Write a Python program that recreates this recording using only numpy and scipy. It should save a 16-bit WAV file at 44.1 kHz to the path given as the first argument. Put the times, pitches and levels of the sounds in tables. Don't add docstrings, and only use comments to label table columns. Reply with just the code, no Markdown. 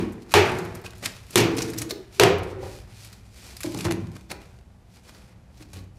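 import sys
import numpy as np
from scipy import signal
from scipy.fft import rfft, irfft, next_fast_len
from scipy.io import wavfile
from scipy.ndimage import uniform_filter1d

SR = 44100
rng = np.random.default_rng(int(sys.argv[2]) if len(sys.argv) > 2 else 0)


def pcm_store(signal):
    levels = np.round(np.clip(np.atleast_2d(signal), -1, 1) * 32767)
    wavfile.write(sys.argv[1], SR, levels.astype(np.int16).T)


N = 263982
LEAD = SR // 2


def amp(db):
    return 10 ** (np.asarray(db) / 20)


def evened(x):
    return x / np.sqrt(np.mean(x ** 2) + 1e-20)


def read(points, hz):
    f, value = np.transpose(points)
    return np.interp(np.log(hz + 1), np.log(f + 1), value)


def add(mix, s, sound):
    part = mix[LEAD + round(s * SR):][:len(sound)]
    part += sound[:len(part)]


def coloured(x, points):
    size = next_fast_len(len(x))
    gain = amp(read(points, np.fft.rfftfreq(size, 1 / SR)))
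    return evened(irfft(rfft(x, size) * gain, size)[:len(x)])


def ring(modes, t, tune, damping, rise, lift_db):
    hz, db, t60 = np.transpose(modes)[:, :, None]
    db = db + np.reshape(lift_db, (-1, 1))
    split, phases = rng.random((2, 3, *hz.shape))
    off = 0.051 * (split - .5) * np.reshape([.2, 1, 2], (-1, 1, 1))
    partials = np.sin(2 * np.pi * (hz * tune * (1 + off) * t + phases))
    trio = (partials * np.reshape([1, .7, .6], (-1, 1, 1))).sum(0)
    decay = amp(db - 60 * damping * t / t60)
    return (decay * trio * (1 - np.exp(-t / rise))).sum(0)


# (t/s, clatter lift/dB, crack/dB, echo/dB, treble setting/dB, pipe air/dB, pipe wall/dB, deep boom/dB,
# upper boom/dB, pipe tuning factor, rumble left in the pipe/dB, shudder left in the floor/dB, fall of both/(dB/s))
KNOCKS = [(-0.2, -3, -15, -19, 6, -8, -4, -38, -38, 0.94, -10, -10.5, 80),
          (0.339, 7, 3, -12, -5, -20.5, -1, -16, -30, 0.96, -21, -23.5, 50.5),
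          (1.357, 0, 4, -17, 1, -18.5, -18, -20.5, -13, 0.92, -21, -25.5, 31),
          (1.9075, -6, -22, -45, -23, -36, -32.5, -46, -42.5, 1.03, -45, -50, 84),
          (2.1971, -1, 4.9, -14, -5.5, -12, -2, -31, -19.5, 1.05, -19, -24.5, 50),
          (2.2343, 4, 3.5, -21, -9.5, -20, -11, -11, -18.5, 1.16, -48, -49, 55),
          (2.628, 12, -38, -42, -29, -54, -24, -30.5, -64, 0.85, -62, -59, 57),
          (3.6441, -3, -21, -59, -28, -23.5, -23.5, -35, -34.5, 0.85, -29.5, -41, 59),
          (3.7457, -14, -16.5, -57, -11, -39, -26.5, -40, -26.5, 1.23, -54, -37, 63),
          (3.851, -8, -17, -36, -19.5, -23, -19.5, -23, -20, 0.91, -28, -25.5, 89),
          (3.91, 5, -15, -44.5, -5, -51, -51, -36, -30, 0.65, -38, -50, 62),
          (4.0141, 2, -57, -61, -23, -57, -40.5, -34, -25.5, 0.86, -48, -32.5, 80),
          (4.3144, 14, -19, -53.5, -5.5, -47.5, -27, -64.5, -51, 0.83, -44, -65, 150),
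          (5.5991, 6, -58, -65, 8, -47, -53, -46, -69, 0.84, -52, -61, 82),
          (5.7313, 2, -54, -58, 6, -60, -35.5, -29.5, -60, 0.95, -57, -42.5, 80),
          (5.7599, 5, -40, -62.5, 4, -49.5, -34.5, -46, -41, 0.8, -45, -43.5, 127)]
# (f/Hz, relative level/dB)
CRACK = [(71, -26.5), (120, -16.5), (173, -6.5), (272, -15.5), (393, 8.5), (569, -11), (930, -12),
         (1490, -19.5), (2530, -15), (3170, -20), (12800, -34), (14700, -33.5), (16000, -63.5)]
# (f/Hz, level/dB, t60/s)
PIPE = [(276, -13.5, 0.66), (339.8, -3, 0.5), (360.5, 1.5, 0.61), (387, 3.5, 0.45), (402, -11, 0.11),
        (477.8, -2.5, 0.37), (610, -1.5, 0.1), (616.7, -25, 0.23), (675, -5, 0.11), (687, -7.5, 0.12),
        (778, -25, 0.26), (895, -8, .1), (990, -4, 0.056), (1164.5, -13, 0.15)]
# (f/Hz, level/dB, t60/s)
BOOM = [(56.5, -13.5, 0.64), (93.9, -3.5, 1.23), (113.6, 0.5, 0.66), (135, -0.5, 0.37), (165.7, -5, 0.79),
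        (190.2, -4, 0.84), (226.1, -10, 0.57), (247.3, -15.5, 0.68)]
CRACK_RISE_S, CRACK_S, RUMBLE_RISE_S = 0.0012, 0.0019, 0.011
PIPE_DAMPING, BOOM_DAMPING = 3.32, 2.1
CLATTER_HZ, CLATTER_OCTAVES = 1700, .45


def crack_colour(treble_db, clatter_db):
    tilted = [(hz, db + 0.2 * (treble_db + 15) * np.log2(hz / 2500)) for hz, db in CRACK]
    return [(hz, db + clatter_db * np.exp(-(np.log2(hz / CLATTER_HZ) / CLATTER_OCTAVES) ** 2))
            for hz, db in tilted]


def knocks():
    near, sent = np.zeros(N + LEAD), np.zeros(N + LEAD)
    t = np.arange(SR * 3 // 4) / SR
    air = np.array([hz < 520 for hz, db, t60 in PIPE])
    deep = np.array([hz < 104 for hz, db, t60 in BOOM])
    pipe_rise = np.where(air, .016, .004)[:, None]
    fade = signal.windows.tukey(2 * len(t), .3)[len(t):]
    crack_t = t[:2048]
    burst = np.exp(-crack_t / CRACK_S) * (1 - np.exp(-crack_t / CRACK_RISE_S))
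    for (s, clatter_db, crack_db, echo_db, treble_db, air_db, wall_db, deep_db, upper_db,
         tune, rumble_db, shudder_db, fall) in KNOCKS:
        colour = crack_colour(treble_db, clatter_db)
        thin = [(hz, db + 5.6 * min(np.log2(hz / 900), 0)) for hz, db in colour]
        pipe = fade * ring(PIPE, t, tune, PIPE_DAMPING, pipe_rise, np.where(air, air_db, wall_db))
        boom = fade * ring(BOOM, t, 1, BOOM_DAMPING, 0.024, np.where(deep, deep_db, upper_db))
        rumble, shudder = shaken(slipping(len(t)), tune)
        after_envelope = fade * (1 - np.exp(-t / RUMBLE_RISE_S)) * amp(-fall * t)
        after = after_envelope * (amp(rumble_db) * rumble + amp(shudder_db) * shudder)
        add(near, s, amp(crack_db) * burst * coloured(rng.standard_normal(2048), thin))
        add(near, s, pipe + boom + after)
        add(sent, s, amp(-3.0) * pipe)
        duller = [(hz, db - 2.95 * max(np.log2(hz / 3000), 0)) for hz, db in colour]
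        click = coloured(signal.unit_impulse(2048, 1024), duller)
        add(sent, s - len(click) / 2 / SR, amp(echo_db) * click)
    return near, sent


def slipping(size):
    slips = amp(1.5 * rng.exponential(1, size)) * rng.standard_normal(size) * (rng.random(size) < .3)
    clumps_db = evened(uniform_filter1d(rng.standard_normal(size), 150))
    return slips * amp(clumps_db)


def shaken(slips, tune):
    t = np.arange(SR // 4) / SR
    return [evened(signal.oaconvolve(slips, ring(modes, t, factor, 5.9, 0.0064, 0))[:len(slips)])
            for modes, factor in ((PIPE[:6], tune), (BOOM, 1))]


# (t/s, rasp level/dB, dull rasp level/dB)
RUBS = [
    [(0.0, -47, -37), (0.088, -61, -46.5), (0.12, -60, -49), (0.188, -66, -52), (0.236, -58, -65),
     (0.246, -68, -56.5), (0.288, -63, -57.5), (0.31, -47, -51)],
    [(0.45, -41.5, -27.5), (0.742, -57.5, -42), (0.752, -54, -39), (0.768, -55, -40), (0.84, -61, -52),
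     (0.864, -39, -42), (0.876, -59, -51), (0.95, -64, -55)],
    [(0.95, -54, -60), (1.016, -56, -56.5), (1.038, -40.5, -39), (1.06, -26, -45), (1.07, -40, -39.5),
     (1.104, -50, -49), (1.268, -59.5, -62), (1.335, -43.5, -48)],
    [(1.42, -54, -25), (1.562, -51, -51), (1.582, -36, -37.5), (1.768, -55.5, -47.5), (1.78, -36, -48),
     (1.828, -49, -42), (1.878, -62, -51), (1.9, -39, -45)],
    [(3.55, -59, -68), (3.658, -42.5, -49), (3.678, -45.5, -57), (3.842, -46, -46), (3.854, -30.5, -25),
     (3.9, -62, -40.5), (3.908, -37.5, -31.5), (4.0, -76, -62)],
    [(4.0, -58, -57), (4.098, -63.5, -61), (4.164, -56.5, -50), (4.286, -70, -79), (4.3, -47, -45),
     (4.318, -34.5, -37), (4.338, -60, -48), (4.4, -72, -61)],
    [(4.4, -60, -56), (4.592, -68, -64), (4.62, -78, -70), (4.834, -81, -71), (4.96, -54, -63),
     (4.966, -56, -52), (5.012, -69.5, -74), (5.03, -67, -72)],
    [(5.03, -66, -70), (5.092, -51, -49.5), (5.11, -61, -62), (5.154, -57, -55.5), (5.324, -65.5, -61),
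     (5.352, -78.5, -67), (5.49, -75, -70.5), (5.5, -82.5, -61)],
    [(5.5, -79, -55), (5.518, -70, -79.5), (5.63, -52, -50.5), (5.638, -75, -65), (5.682, -69, -77),
     (5.76, -49.5, -51.5), (5.916, -83.5, -80.5), (5.986, -66, -74)],
]
# (t/s, rasp level/dB, dull rasp level/dB)
SWISHES = [
    [(1.92, -59, -55), (1.958, -57.5, -57.5), (2.102, -67, -60.5), (2.15, -48, -59), (2.18, -50.5, -55)],
    [(2.4, -72, -41.5), (2.444, -53, -46.5), (2.454, -61, -43.5), (2.506, -53, -44), (2.572, -69, -47),
     (2.632, -50, -48.5), (2.78, -51, -55.5), (2.87, -67, -60)],
    [(2.87, -67, -58), (2.896, -59.5, -56.5), (3.054, -47, -60), (3.118, -60, -57.5), (3.128, -52, -61),
     (3.138, -56, -60), (3.226, -66, -65), (3.25, -66, -61)],
    [(3.25, -63, -68), (3.306, -64, -68), (3.372, -51.5, -58.5), (3.432, -51, -57), (3.452, -47.5, -53),
     (3.528, -49.5, -53.5), (3.55, -54, -54)],
]
# (f/Hz, relative level/dB)
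RASP = [(410, 5.5), (700, 6), (1060, 1), (1180, 1), (1420, 1), (1710, -2), (2020, -1.5), (3240, -11.5),
        (5540, -15), (6740, -15), (14000, -22), (15400, -14), (16000, -44.5)]
# (f/Hz, width/Hz, lift/dB)
RIM = [(2450, 110, 5.5), (4600, 3000, 4), (6530, 580, -1.5)]
CRUMBS_PER_S, CRUMB_DB, CRUMB_S = 60, -2.5, .003
SMOOTH_DB = -60
RUB_TUNING_FACTOR, RUB_RUMBLE_DB, RUB_SHUDDER_DB = 1, -7, -0.5
HOLD_S = .02


def rubbing():
    out = np.zeros(N + LEAD)
    grid = np.geomspace(300, 16000, 120)
    lift_db = sum(db / (1 + (2 * (grid - hz) / width) ** 2) for hz, width, db in RIM)
    colour = np.transpose([grid, read(RASP, grid) + lift_db])
    lowpass = signal.butter(2, 3000, fs=SR, output="sos")
    for rows, crumb_db in [(r, CRUMB_DB) for r in RUBS] + [(r, SMOOTH_DB) for r in SWISHES]:
        s, *columns = np.transpose(rows)
        t = np.arange(s[0], s[-1] + HOLD_S, 1 / SR)
        rasp_db, dull_db = (np.interp(t, s, c) for c in columns)
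        slips = slipping(len(t))
        crumbs = (rng.random(len(t)) < CRUMBS_PER_S / SR) * rng.exponential(1, len(t))
        crumbling = signal.lfilter([1], [1, -np.exp(-1 / CRUMB_S / SR)], crumbs)
        slips = slips * (1 + amp(crumb_db) * crumbling)
        rasp = coloured(slips, colour)
        dull = signal.sosfiltfilt(lowpass, rasp)
        rumble, shudder = shaken(slips, RUB_TUNING_FACTOR)
        body = evened(dull) + amp(RUB_RUMBLE_DB) * rumble + amp(RUB_SHUDDER_DB) * shudder
        sound = amp(rasp_db) * evened(rasp - dull) + amp(dull_db) * body
        add(out, s[0], sound * signal.windows.tukey(len(t), 200 / len(t)))
    return out


# (t/s, level/dB, centre f/Hz, low part/dB, high part/dB)
TICKS = [(0.1226, -45, 10700, -24, 0), (0.4944, -26.5, 3600, 21, -32), (0.5863, -34.5, 3630, -4, -12),
         (0.65, -42, 4530, 1, -1), (0.7507, -37.5, 5270, -16, 2), (0.814, -46, 3610, 1, 3),
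         (0.9055, -44, 3569, -17, -10), (0.981, -48, 5470, -15, 0), (1.1644, -42, 4620, 6, -14),
         (1.3064, -38, 5420, -9, -1), (1.5144, -39, 4300, -12, -33), (1.5677, -30.5, 5600, -16, -6),
         (1.607, -28, 4300, 11, -18), (1.6196, -20.5, 5655, -9, -19), (1.7003, -35.5, 6094, -16, -2),
         (1.7345, -33, 4900, 4, -7), (1.7844, -24, 5260, -23, -5), (1.8035, -39, 6100, -23, -10),
         (1.8176, -23, 7127, -1, -9), (1.9074, -20.5, 3940, -16, -23), (2.3835, -40, 3550, -5, -3),
         (2.433, -42, 5330, -2, -5), (3.047, -41.5, 5170, 5, 4), (3.1282, -40, 4200, -2, -16),
         (3.5674, -33.5, 4540, -2, -7), (3.6056, -30, 11000, 2, -4), (3.6327, -26, 4600, 1, -6),
         (3.774, -32.5, 5400, -19, -12), (3.7876, -32, 3630, 8, -5), (3.874, -44, 4770, 2, -14),
         (3.922, -28, 3700, 3, -33), (4.3024, -31.5, 4660, 2, -36), (5.147, -46.5, 4510, -5, -32),
         (5.577, -50.5, 4730, -12, -22.5), (5.7322, -40.5, 3900, -2, -35)]
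# (t/s, level/dB, centre f/Hz, low part/dB, high part/dB)
SCUFFS = [(0.3164, -31.5, 4000, 10, -5), (0.859, -33.5, 4520, 13, -11), (1.035, -34, 4090, 14, -23),
          (1.054, -26, 5050, 9.5, -41), (1.3755, -14.5, 5600, 3, -9), (1.4, -23, 3930, -11, -9),
          (1.5813, -25, 5100, -6, -25), (1.7776, -32, 5270, -8, -12), (1.8949, -41, 4060, -38, 2),
          (3.6565, -35, 5470, 4, -11), (3.8056, -31, 3670, 6, -19), (3.8441, -29, 5140, -5, -17.5),
          (4.1514, -50.5, 3900, 3, -34.5), (4.9651, -53.5, 4710, -4, -12),
          (5.085, -49.5, 4390, -12.5, -26.5), (5.6226, -45, 4340, 0, -15.5),
          (5.7864, -48.5, 3940, -25, -16.5)]
TICK_RISE_S, TICK_FALL_S, SCUFF_RISE_S, SCUFF_FALL_S = 0.00082, 0.0067, 0.0075, 0.0082


def ticks(rows, rise, fall):
    out, t = np.zeros(N + LEAD), np.arange(3072) / SR
    envelope = np.where(t < rise, (t / rise) ** 2, np.exp((rise - t) / fall))
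    for s, db, hz, low_db, high_db in rows:
        shape = [(500, low_db - 29.0), (1200, low_db - 3.5), (2500, low_db + 1), (3200, low_db / 2 - 7.5),
                 (hz / 1.9, -4), (hz, 0), (hz * 3.3, -6), (13000, high_db)]
        grit_db = 2.46 * rng.exponential(1, len(t) // 32).repeat(32)
        grains = rng.standard_normal(len(t)) * amp(grit_db)
        burst = envelope * coloured(grains, sorted(shape))
        burst_gain = amp(db) * np.linalg.norm(envelope) / np.linalg.norm(burst)
        add(out, s - rise / 2, burst * burst_gain)
    return out


# (f/Hz, t60/s)
ROOM = [(60, 0.8), (160, 0.41), (420, 0.52), (1100, 0.63), (2910, 0.45), (6000, 0.36), (10000, 0.21),
        (15000, 0.32)]
ROOM_RISE_S = 0.0083


def bathroom(x):
    out, turn = np.zeros(len(x)), np.arange(len(x)) / SR * np.pi / 1.236
    for k in range(3):
        taps, at = np.zeros(SR), np.arange(120, SR - 20, 20)
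        taps[at + rng.integers(0, 20, len(at))] = rng.choice([-1., 1.], len(at))
        hz, t, z = signal.stft(taps, SR, nperseg=512)
        decay = amp(-60 * t / read(ROOM, hz)[:, None])
        tail = signal.istft(z * decay, SR, nperseg=512)[1]
        tail = tail * (1 - np.exp(-np.arange(len(tail)) / SR / ROOM_RISE_S))
        share = np.sqrt(2 / 3) * np.cos(turn + k * np.pi / 3)
        out += signal.oaconvolve(x * share, tail / np.linalg.norm(tail))[:len(x)]
    return out


# (f/Hz, relative level/dB)
HUSH = [(12, -74.5), (20, -40), (39, -20), (63, 2), (134, -23.5), (187, -7.5), (216, -12.5), (301, -23),
        (542, -25.5), (802, -25.5), (1220, -33.5), (13500, -51), (16000, -67.5)]
HUSH_DB = -51.5
# (f/Hz, width/Hz, relative level/dB)
HUM = [(58.4, 31, -2), (109, 35, -2), (189.7, 89, -21)]
# (t/s, level/dB)
HUM_LEVEL = [(0.0, -42), (0.18, -52), (0.35, -52.5), (0.53, -52.5), (0.92, -45), (1.35, -47), (1.6, -58.5),
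             (2.03, -48), (2.25, -44.5), (2.38, -40.5), (3.02, -46.5), (3.65, -51), (3.93, -47), (4.3, -48),
             (4.97, -52), (5.99, -47)]


def hush():
    hz = np.fft.rfftfreq(N, 1 / SR)
    hum = np.zeros(N)
    for centre, width, db in HUM:
        resonance = 1 / (1 + (2 * (hz - centre) / width) ** 2)
        hum += amp(db) * evened(irfft(rfft(rng.standard_normal(N)) * resonance, N))
    hum_db = np.interp(np.arange(N) / SR, *np.transpose(HUM_LEVEL))
    return amp(HUSH_DB) * coloured(rng.standard_normal(N), HUSH) + hum * amp(hum_db)


def scene():
    near, sent = knocks()
    grit = ticks(TICKS, TICK_RISE_S, TICK_FALL_S) + ticks(SCUFFS, SCUFF_RISE_S, SCUFF_FALL_S) + rubbing()
    echo = bathroom(sent + amp(-12.5) * grit)
    return ((near + grit + echo)[LEAD:] + hush())[None]


# (f/Hz, gain/dB)
MICROPHONE = [(12, -13.5), (30, -5), (200, -2.46), (12000, -1.3), (14500, -9.5), (15500, -16.5),
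              (16000, -26.5)]
EDGE_HZ = 16300


def record(dry):
    dry = irfft(rfft(dry) * amp(read(MICROPHONE, np.fft.rfftfreq(N, 1 / SR))), N)
    power_db = 10 * np.log10(abs(uniform_filter1d(dry[0] ** 2, 200, origin=99)) + 1e-12)
    fall = np.arange(N) * 60. / SR
    held_db = np.maximum.accumulate(power_db + fall) - fall
    over_db = np.maximum(held_db + 15.0, 0)
    limited = dry / amp(0.085 * uniform_filter1d(over_db, 60))
    rounded = np.tanh(limited / 1.031) * 1.144
    lowpass = signal.firwin(511, EDGE_HZ, window=("kaiser", 9), fs=SR)
    return signal.oaconvolve(rounded, lowpass[None], "same")


dry = scene()
out = record(dry)
pcm_store(out)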